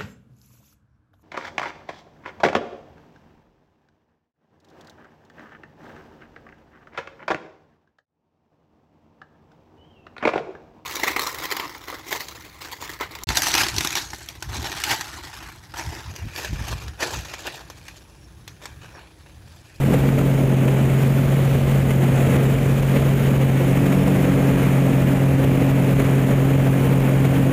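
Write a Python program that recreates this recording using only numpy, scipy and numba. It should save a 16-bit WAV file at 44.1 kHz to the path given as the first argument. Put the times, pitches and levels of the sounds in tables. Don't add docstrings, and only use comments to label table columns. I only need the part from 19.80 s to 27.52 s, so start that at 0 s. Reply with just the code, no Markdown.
import sys
import numpy as np
from scipy import signal
from scipy.fft import rfft, irfft, next_fast_len
from scipy.io import wavfile
from scipy.ndimage import uniform_filter1d, map_coordinates
from numba import njit

SR = 44100
rng = np.random.default_rng(int(sys.argv[2]) if len(sys.argv) > 2 else 0)


def boost_factor(decibels):
    exponent = np.asarray(decibels, float) / 20
    return 10 ** exponent


def put_to_file(sound):
    columns = np.atleast_2d(sound).T
    safe = np.clip(columns, -1, 1)
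    whole_steps = np.round(safe * 32767)
    wavfile.write(sys.argv[1], SR, whole_steps.astype(np.int16))


N = 340452

# shaft_order, rolling_db, level_flight_db, surge_change_db, hard_entry_change_db
FIRING_TONES = [
    (3, -18, -18, -2.5, -0.1),
    (4, -33, -28.5, 6, 4),
    (5, -30.5, -45, 1, 1.5),
    (6, -37, -23.5, -3.5, 6),
]
# shaft_order, level_db
UNEVEN_TONES = [(1, -40.5), (1.5, -47), (2, -46), (2.5, -42.5), (7, -45.5), (8, -39.5), (9, -40), (12, -42)]
# time_s, airflow_db
AIRFLOW = [(0, -35.5), (.15, -36), (.65, -36.5), (1.1, -36.5), (2.0, -35), (2.2, -36), (2.42, -32.5),
           (2.9, -36.5), (3.45, -34), (3.65, -36), (4.2, -34.5), (4.6, -33.5), (5.35, -34.5), (5.7, -35),
           (6.05, -33), (6.7, -34.5), (7.45, -34), (7.72, -34)]
# time_s, strength_db
GUSTS = [(0.14, 4), (0.29, 4), (0.39, 3.5), (0.885, 4.5), (2.111, 3.5), (2.238, 3), (3.03, 2), (3.17, 4),
         (4.067, 3), (4.126, 3), (4.284, 3), (5.644, 3), (6.201, 3), (6.514, 1.5), (7.13, 2.5), (7.455, 4)]
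# frequency_hz, density_db
BUFFET_SPECTRUM = [(10, -34.5), (20, -12), (30, -10.5), (45, -1), (70, 1.5), (110, 3), (140, -9.5),
                   (200, -39)]
# frequency_hz, density_db
ROAR_SPECTRUM = [(70, -59), (110, -3.5), (160, 2), (250, 0.5), (330, -4), (500, -5), (640, -8.5),
                 (720, -13.5), (900, -15), (1200, -68), (2000, -81)]
# frequency_hz, density_db
HISS_SPECTRUM = [(530, -31), (900, -8.5), (974, 1), (1450, -0.5), (2310, -1), (3130, -7.5), (4770, -24),
                 (6000, -73), (7800, -52), (13200, -120)]
# frequency_hz, density_db
WHISTLE_SPECTRUM = [(4000, -30), (5000, -10.5), (6100, -7), (6600, 0), (7300, -2), (8300, -5.5),
                    (10000, -2), (11200, -5.5), (11600, -3), (12700, -6.5), (13400, -2.5), (14200, .5),
                    (14700, -3), (15400, -3)]

LOW_CUT_HZ, TOP_HZ = 210, 15310
ROLL_S, FASTEST_S = 1.5, 0.1992
LEVEL_OUT_S, LEVEL_OUT_TAKES_S = 3.85, 0.15
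ENTRY_HOLD_S, ENTRY_FADE_S = 0.98, 0.17
ROLLING_HZ, LEVEL_HZ, HUNT_HZ = 45.15, 44.9, 0.498
SURGE_START_S, SURGE_RISE_S, SURGE_HZ = 3.85, 0.37, 1.75
SETTLE_S = 0.98
WANDER_DB, ROLL_WANDER = 0.38, 1.7
BUFFET_DB, BUFFET_WANDER_DB = -29.45, 0.8
BUFFET_LEVEL_DB, BUFFET_ROLL_DB, BUFFET_SURGE_DB = -0.5, 2, 2
ROAR_OVER_AIRFLOW_DB = 11.5
ROAR_LEVEL_DB, ROAR_ROLL_DB, ROAR_ENTRY_DB = 0.5, 0.5, 2
GAP_ROLLING_DB, GAP_LEVEL_DB, GAP_ROLL_DB = 1.5, -0.4, 0.5
LIP_HZ, LIP_WIDTH_HZ, LIP_DB = 2600, 210, 1
WHISTLE_LEVEL_DB = -1
SEAL_HZ, SEAL_WIDTH_HZ, SEAL_DB = 5400, 120, 7


def unit(x):
    return x / np.sqrt(np.mean(x ** 2) + 1e-20)


def wobble(rate_hz):
    knots = rng.standard_normal(int(N * rate_hz / SR) + 4)
    return map_coordinates(knots, [np.arange(N) * rate_hz / SR])


def filtered(x, response):
    m = next_fast_len(N + SR // 2)
    return irfft(rfft(x, m) * response(np.fft.rfftfreq(m, 1 / SR) + 1), m)[..., :N]


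def low_cut(hz):
    return 1j * hz / (LOW_CUT_HZ + 1j * hz)


def resonance(x, centre_hz, width_hz):
    return filtered(x, lambda hz: np.exp(-((hz - centre_hz) / width_hz) ** 2))


def manoeuvre():
    t = np.arange(N) / SR
    level = 0.5 + 0.5 * np.tanh((t - LEVEL_OUT_S) / LEVEL_OUT_TAKES_S)
    roll = (1 - level) * np.cos(2 * np.pi * (t - FASTEST_S) / ROLL_S)
    u = np.clip(t - SURGE_START_S, 0, None) / SURGE_RISE_S
    surge = (u * np.exp(1 - u)) ** 2
    entry = 0.5 - 0.5 * np.tanh((t - ENTRY_HOLD_S) / ENTRY_FADE_S)
    return level, roll, surge, entry


def engine():
    level, roll, surge, entry = manoeuvre()
    shaft_hz = ROLLING_HZ + (LEVEL_HZ - ROLLING_HZ) * level + HUNT_HZ * roll + SURGE_HZ * surge
    turn = 2 * np.pi * np.cumsum(shaft_hz) / SR
    after = np.clip(np.arange(N) / SR - SURGE_START_S - SURGE_RISE_S, 0, None)
    colour = np.maximum(surge, 0.54 * (after > 0) * np.exp(-after / SETTLE_S))
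    drift_db = WANDER_DB * (1 + (ROLL_WANDER - 1) * (0.5 - level))
    tones = list(UNEVEN_TONES)
    for order, rolling_db, level_db, surge_db, entry_db in FIRING_TONES:
        db = rolling_db + (level_db - rolling_db) * level + surge_db * colour + entry_db * entry
        tones.append((order, db + drift_db * (order - 2) * wobble(2.91)))
    drone = np.zeros(N)
    for order, db in tones:
        unsteady = boost_factor(db + 0.13 * order * wobble(12)) / abs(low_cut(order * shaft_hz))
        drone -= np.sqrt(2) * unsteady * np.cos(order * turn + 0.087 * order * wobble(5))
    return drone


def patches(shape, bins, frames):
    field = uniform_filter1d(rng.standard_normal(shape), size=bins, axis=0)
    return unit(uniform_filter1d(field, size=frames, axis=1))


def rush(spectrum, patchy_db):
    z = signal.stft(rng.standard_normal(N), nperseg=512)[2]
    field = patches(z.shape, 6, 6) + 0.7 * patches(z.shape, 12, 60)
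    white = signal.istft(z * boost_factor(patchy_db * field), nperseg=512)[1][:N]
    f, db = np.transpose(spectrum)
    return unit(filtered(white, lambda hz: boost_factor(np.interp(np.log(hz), np.log(f), db))))


def airflow():
    time_s, db = np.transpose(AIRFLOW)
    return np.interp(np.arange(N) / SR, time_s, db)


def gusts():
    t = np.arange(N) / SR
    slaps_db = sum(1.8 * db * np.exp(-((t - s) / 0.007) ** 2) for s, db in GUSTS)
    return slaps_db + 0.6 * wobble(24)


def fabric_roar(gust_db):
    level, roll, surge, entry = manoeuvre()
    db = airflow() + ROAR_OVER_AIRFLOW_DB + gust_db + 0.26 * wobble(12)
    db += ROAR_LEVEL_DB * level - ROAR_ROLL_DB * roll + ROAR_ENTRY_DB * entry
    return boost_factor(db) * rush(ROAR_SPECTRUM, patchy_db=0.5)


def buffet():
    level, roll, surge, entry = manoeuvre()
    db = BUFFET_DB + BUFFET_WANDER_DB * wobble(4)
    db += BUFFET_LEVEL_DB * level + BUFFET_ROLL_DB * roll + BUFFET_SURGE_DB * surge
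    return boost_factor(db) * rush(BUFFET_SPECTRUM, patchy_db=0.8)


def canopy_hiss(gust_db):
    level, roll, surge, entry = manoeuvre()
    gap_db = GAP_ROLLING_DB + (GAP_LEVEL_DB - GAP_ROLLING_DB) * level + GAP_ROLL_DB * roll
    hiss = boost_factor(airflow() + 0.17 + gust_db) * rush(HISS_SPECTRUM, patchy_db=-0.26)
    edge = filtered(hiss, lambda hz: 1 / (1 + (2900 / hz) ** 8))
    lip = resonance(hiss, LIP_HZ, LIP_WIDTH_HZ)
    lip_db = LIP_DB * np.maximum(level, entry * (1 - roll) / 2)
    return hiss + (boost_factor(gap_db) - 1) * edge + (boost_factor(lip_db) - 1) * lip


def canopy_whistle(gust_db):
    level, roll, surge, entry = manoeuvre()
    db = airflow() - 6.5 + WHISTLE_LEVEL_DB * level + gust_db
    whistle = boost_factor(db) * rush(WHISTLE_SPECTRUM, patchy_db=1.2)
    return whistle + (boost_factor(SEAL_DB * surge) - 1) * resonance(whistle, SEAL_HZ, SEAL_WIDTH_HZ)


def slipstream():
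    gust_db = gusts()
    flow = fabric_roar(gust_db) + buffet() + canopy_hiss(gust_db) + canopy_whistle(gust_db)
    return filtered(flow, lambda hz: 1 / abs(low_cut(hz)))


def scene():
    return (engine() + slipstream())[None]


@njit
def ducking(x, rail, attack, full, recover, follow):
    out, wanted, gain = np.empty_like(x), 1.0, 1.0
    for i in range(len(x)):
        out[i] = gain * x[i]
        if abs(out[i]) > rail:
            wanted *= attack
        else:
            wanted += recover * (full - wanted)
        gain += follow * (wanted - gain)
    return out


def band_limit(x):
    return signal.sosfilt(signal.butter(12, 16030, fs=SR, output="sos"), x)


def record(dry):
    rail, ceiling, full_db = 0.55, 0.503, 8
    duck_db_per_s, recover_s, lag_s = 1900, 0.088, 0.0015
    attack = boost_factor(-duck_db_per_s / SR)
    held = ducking(dry[0], rail, attack, boost_factor(full_db), 1 / (recover_s * SR), 1 / (lag_s * SR))
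    clipped = np.clip(held, -rail, rail)
    coupled = np.clip(filtered(clipped - clipped[0], low_cut), -ceiling, ceiling)
    mix = filtered(coupled, lambda hz: hz < TOP_HZ)[None]
    return band_limit(mix)


dry = scene()
out = record(dry)
put_to_file(out)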